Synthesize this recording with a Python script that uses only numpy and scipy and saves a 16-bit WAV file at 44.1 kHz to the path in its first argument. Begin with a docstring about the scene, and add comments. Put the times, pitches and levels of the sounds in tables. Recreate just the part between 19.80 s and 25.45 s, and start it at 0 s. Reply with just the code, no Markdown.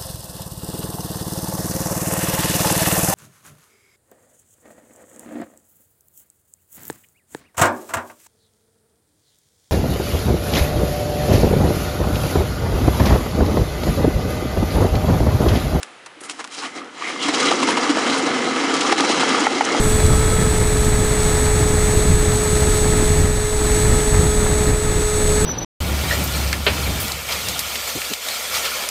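"""A small electric model aircraft in level flight, heard from a camera on its airframe.
From the start the two-blade propeller hums, motor and speed controller whine, and air hisses past.
The shaft surges twice in the first second as it settles to cruising speed, while gusts, eddies and
rasps buffet the microphone. Near 3 s a bank strengthens the propeller's overtones. After strong
gusts near 3.4 s and 4.9 s, the whole sound briefly dips and recovers."""
import sys
import numpy as np
from scipy import signal
from scipy.fft import rfft, irfft
from scipy.io import wavfile
from scipy.ndimage import uniform_filter1d

SR = 44100
rng = np.random.default_rng(int(sys.argv[2]) if len(sys.argv) > 2 else 0)


def master_out(mix):
    """Clip the mix to full scale and print it as 16-bit PCM to the path in sys.argv[1]."""
    frames = np.transpose(np.atleast_2d(mix))
    ceiling = np.clip(frames, -1, 1)
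    pcm = np.round(ceiling * 32767).astype(np.int16)
    wavfile.write(sys.argv[1], SR, pcm)


N = 249165
TIME = np.arange(N) / SR
FROM_MIDDLE_S = TIME - TIME.mean()

# Partials of propeller and motor. Each row: multiple of the shaft speed, relative level in dB.
PROPELLER_PARTIALS = [(2, 0), (3, -16.3), (4, -17.3), (6, -18.7), (8, -20.5), (10, -23.5), (11, -29),
                      (12, -33), (13, -27.5), (14, -36), (18, -31), (20, -31)]
MOTOR_PARTIALS = [(21, -8), (29, -6.5), (31, -3), (32, -12), (42, 0)]
# Controller tones. Each row: offset from the switching rate in shaft multiples, relative level in dB.
SIDEBANDS = [(-21, -19), (-4, -31), (0, 0), (1, -31), (2, -23), (4, -28), (14, -23.5)]
# Airframe resonances. Each row: centre in Hz, width in Hz, peak gain in dB.
RESONANCES = [(1303, 30, 13.5), (3380, 110, 6), (6555, 160, 7.5)]
# Surges as the propeller unloads. Each row: centre in seconds, half length in seconds, added speed in Hz.
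SURGES = [(.36, .1, 2.4), (.58, .13, 3.3), (3.125, .05, 1.3), (4.11, .1, 2.2), (5.0, .07, 1.5),
          (5.66, .06, 1.8)]
# Slanted inflow in the bank. Each row: time in seconds, gain of the propeller's overtones in dB.
BANK = [(0, -2.5), (2.6, -2), (3.3, -0.8), (5.65, -1.7)]
# Treble contour; tones, rush and hiss follow its swing. Each row: time in seconds, relative level in dB.
TREBLE = [(0.0, -28.5), (0.03, -25.5), (1.12, -27), (1.53, -25), (1.97, -26), (2.08, -25), (2.39, -26),
          (2.97, -24.5), (3.37, -25.5), (3.49, -28), (3.74, -27.5), (3.96, -23.5), (4.07, -24.5),
          (4.89, -26), (4.97, -28), (5.65, -23.5)]
# Gusts, and brief dips in the level of the wind noise.
# Each row: centre in seconds, half length in seconds, buffet gain in dB, roar gain in dB.
GUSTS_AND_DIPS = [(0.287, 0.13, 4.5, 2), (.57, 0.087, -0.5, 2), (1.07, 0.14, 2, -1), (1.33, 0.1, -2, -2),
                  (1.516, 0.09, 0.5, 0.5), (2.327, 0.044, 4.5, 1.5), (2.633, 0.065, -7, -0.5),
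                  (3.374, 0.067, 4, 2), (3.68, 0.14, -5, -9), (4.107, 0.06, 4, 4.5), (4.25, 0.031, -6, -3),
                  (4.375, .08, 4, 3.5), (4.89, 0.044, 0, 3.5), (5.02, .06, -5, -2.5),
                  (5.31, 0.077, -6, -7.5)]
# Eddies and rasps at the microphone. Each row: centre in seconds, relative level in dB.
EDDIES = [(.285, -5), (1.136, -6), (1.191, -2), (2.175, -1), (2.305, 1), (3.102, -5), (3.305, 0.5),
          (3.402, -2), (3.447, 1), (4.395, 0), (4.91, -1), (4.947, -8)]
RASPS = [(.334, -27), (1.715, -23), (4.125, -27), (4.345, -19.5), (4.665, -19)]
# Spectra of the flow noises. Each row: frequency in Hz, relative spectral density in dB.
BUFFET_SPECTRUM = [(10, -5), (20, -1.5), (32, 0), (60, -2), (100, -5), (160, -18), (300, -41)]
ROAR_SPECTRUM = [(60, -21), (120, 1.6), (200, -3), (330, -9), (500, -15), (1000, -30.5)]
RUSH_SPECTRUM = [(120, -4), (280, 2.5), (450, 1), (620, -0.5), (870, 0), (1080, -3), (1320, -1.5),
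                 (1520, -4), (1750, -2.5), (2250, -6), (2600, -12), (3200, -29), (5000, -29)]
HISS_SPECTRUM = [(1500, -6.5), (2600, -6), (3200, -5.5), (3900, -1), (4350, -1.5), (4900, -8.5), (5500, -5),
                 (7800, -2.5), (8800, 1.5), (9800, -4.5), (10500, -10.5), (11200, -7), (12300, -14),
                 (15500, -14.5)]

CRUISE_HZ, EXCESS_HZ, SETTLE_S = 211.52, 3.3, 1.4   # the shaft's excess speed decays exponentially
SWITCHING_HZ, CUTOFF_HZ = 7921.4, 15300
PROPELLER_DB, MOTOR_DB, CONTROLLER_DB = -23.0, -41.3, -27.5   # gains at the mean treble level
UNLOAD_DB_PER_HZ = -0.4   # an unloaded propeller hums more softly
BUFFET_DB, ROAR_DB, RUSH_DB, HISS_DB = -17.5, -23.5, -27.5, -29   # base gains
WHINE_FOLLOWS, HUM_FOLLOWS, RUSH_FOLLOWS, HISS_FOLLOWS = 1.2, 0.92, 0.49, 0.93   # dB per dB of treble swing
ROAR_DB_PER_S, RUSH_DB_PER_S, HISS_DB_PER_S = -0.17, -0.43, -0.28   # the airflow eases


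def propeller(shaft):
    """Periodic blade loading radiates a steady tone; chopped turbulence adds wavering overtones."""
    bank_db, = in_time(BANK)
    blade = tones(PROPELLER_PARTIALS[:1], shaft, flutter_db=0.12, flutter_hz=35)
    overtones = tones(PROPELLER_PARTIALS[1:], shaft, flutter_db=1.55, flutter_hz=12)
    return blade + from_db(bank_db) * overtones


def controller(shaft):
    """Modulation: the windings vibrate at the switching rate, and the turning rotor adds sidebands."""
    return tones(SIDEBANDS, shaft, flutter_db=0.43, flutter_hz=30, carrier_hz=SWITCHING_HZ)


def motor(shaft):
    """Magnetic forcing: magnets passing the stator teeth excite high multiples of the shaft speed."""
    return tones(MOTOR_PARTIALS, shaft, flutter_db=0.1, flutter_hz=3.8)


def buffet():
    """Turbulent pressure on the microphone makes a deep rumble that swells with each gust."""
    contour_db = swells((s, half_s, db) for s, half_s, db, _ in GUSTS_AND_DIPS)
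    level_db = BUFFET_DB + contour_db + 0.9 * drift(14)
    return from_db(level_db) * evened(noise(BUFFET_SPECTRUM), span_s=0.088)


def roar_and_rush(swing_db):
    """Intermittent turbulence modulates both the roar at the microphone and the rush over the airframe."""
    contour_db = swells((s, half_s, db) for s, half_s, _, db in GUSTS_AND_DIPS)
    turbulence = drift(51)
    roar_db = ROAR_DB + contour_db + 1.5 * drift(16) + ROAR_DB_PER_S * FROM_MIDDLE_S
    roar = evened(noise(ROAR_SPECTRUM) * from_db(2.7 * turbulence), span_s=0.077)
    rush_db = RUSH_DB + 0.2 * contour_db + RUSH_FOLLOWS * swing_db + RUSH_DB_PER_S * FROM_MIDDLE_S
    rush = from_db(0.85 * turbulence + 1.34 * drift(630)) * noise(RUSH_SPECTRUM)
    return from_db(roar_db) * roar + from_db(rush_db) * rush


def hiss(angle, swing_db):
    """Amplitude modulation: the two blades chop the flow noise twice in each turn."""
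    level_db = HISS_DB + HISS_FOLLOWS * swing_db + HISS_DB_PER_S * FROM_MIDDLE_S
    chop_db = 0.9 * np.cos(2 * angle)
    return from_db(level_db + chop_db + 2.64 * drift(850)) * noise(HISS_SPECTRUM)


def eddies(width_s):
    """The low-pressure core of a passing eddy gives a short dip between two weak swells."""
    pressure = np.zeros(N)
    for s, db in EDDIES:
        offset = (TIME - s) / width_s
        pressure -= from_db(db) * (np.exp(-offset ** 2) - np.exp(-(offset / 4) ** 2) / 4)
    return pressure


def rasps(width_s):
    """Convection carries small vortices past the microphone, each burst a brief rasp of noise."""
    bursts = sum(from_db(db) * np.exp(-np.abs(TIME - s) / width_s) for s, db in RASPS)
    return bursts * noise(RUSH_SPECTRUM)


def tones(partials, shaft, flutter_db, flutter_hz, carrier_hz=0):
    """Resonance lifts shaft-locked sines near the airframe's modes; each flutters in the moving air."""
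    speed, angle = shaft
    total = np.zeros(N)
    for multiple, db in partials:
        hz = carrier_hz + multiple * speed
        lift_db = sum(peak / (1 + (2 * (hz - centre) / width) ** 2) for centre, width, peak in RESONANCES)
        phase = 2 * np.pi * (carrier_hz * TIME + rng.random()) + multiple * angle
        total += from_db(db + lift_db + flutter_db * drift(flutter_hz)) * np.sqrt(2) * np.sin(phase)
    return total


def noise(spectrum):
    """Spectral shaping of white noise, at rms 1."""
    hz, db = np.transpose(spectrum)
    bins = np.arange(1, N // 2 + 2) * SR / N
    gain = from_db(np.interp(np.log(bins), np.log(hz), db, left=-np.inf, right=-np.inf))
    return rms_one(irfft(rfft(rng.standard_normal(N)) * gain, N))


def drift(corner_hz):
    """Low-pass filtering of noise gives a random fluctuation of rms 1."""
    hz = np.arange(N // 2 + 1) * SR / N
    return rms_one(irfft(rfft(rng.standard_normal(N)) / (1 + (hz / corner_hz) ** 2), N))


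def evened(x, span_s):
    """Division by the running rms steadies the level over times longer than the span."""
    return x / np.sqrt(uniform_filter1d(x ** 2, int(span_s * SR)) + 1e-9)


def swells(rows):
    """Superposition of Gaussian pulses."""
    return sum(size * np.exp(-((TIME - s) / half_s) ** 2) for s, half_s, size in rows)


def in_time(rows):
    """Linear interpolation of each column at every sample."""
    s, *columns = np.transpose(rows)
    return [np.interp(TIME, s, column) for column in columns]


def rms_one(x):
    """Normalisation to rms 1."""
    return x / np.sqrt(np.mean(x ** 2) + 1e-20)


def from_db(db):
    """Amplitude ratio of a level in decibels."""
    return 10 ** (np.asarray(db) / 20)


def scene():
    """Superposition: the tones of one rotating shaft add to the noise of the airflow."""
    surge_hz = swells(SURGES)
    speed = CRUISE_HZ + EXCESS_HZ * np.exp(-TIME / SETTLE_S) + surge_hz
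    tremble_hz = .08 * drift(12)   # uneven air load
    angle = 2 * np.pi * np.cumsum(speed + tremble_hz) / SR
    shaft = speed, angle
    treble_db, = in_time(TREBLE)
    swing_db = treble_db - treble_db.mean()
    hum = from_db(PROPELLER_DB + HUM_FOLLOWS * swing_db + UNLOAD_DB_PER_HZ * surge_hz) * propeller(shaft)
    whine = from_db(MOTOR_DB) * motor(shaft) + from_db(CONTROLLER_DB) * controller(shaft)
    whine *= from_db(WHINE_FOLLOWS * swing_db)
    airflow = buffet() + roar_and_rush(swing_db) + hiss(angle, swing_db)
    vortices = from_db(-2.5) * eddies(width_s=0.0016) + rasps(width_s=.007)
    return (hum + whine + airflow + vortices)[None]


def record(dry):
    """Saturation in the microphone rounds the strongest gusts; a steep low-pass cuts the top."""
    rounded = dry / (1 + (dry / .83) ** 8) ** (1 / 8)
    return signal.sosfilt(signal.ellip(12, .1, 90, CUTOFF_HZ, fs=SR, output="sos"), rounded)


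dry = scene()
out = record(dry)
master_out(out)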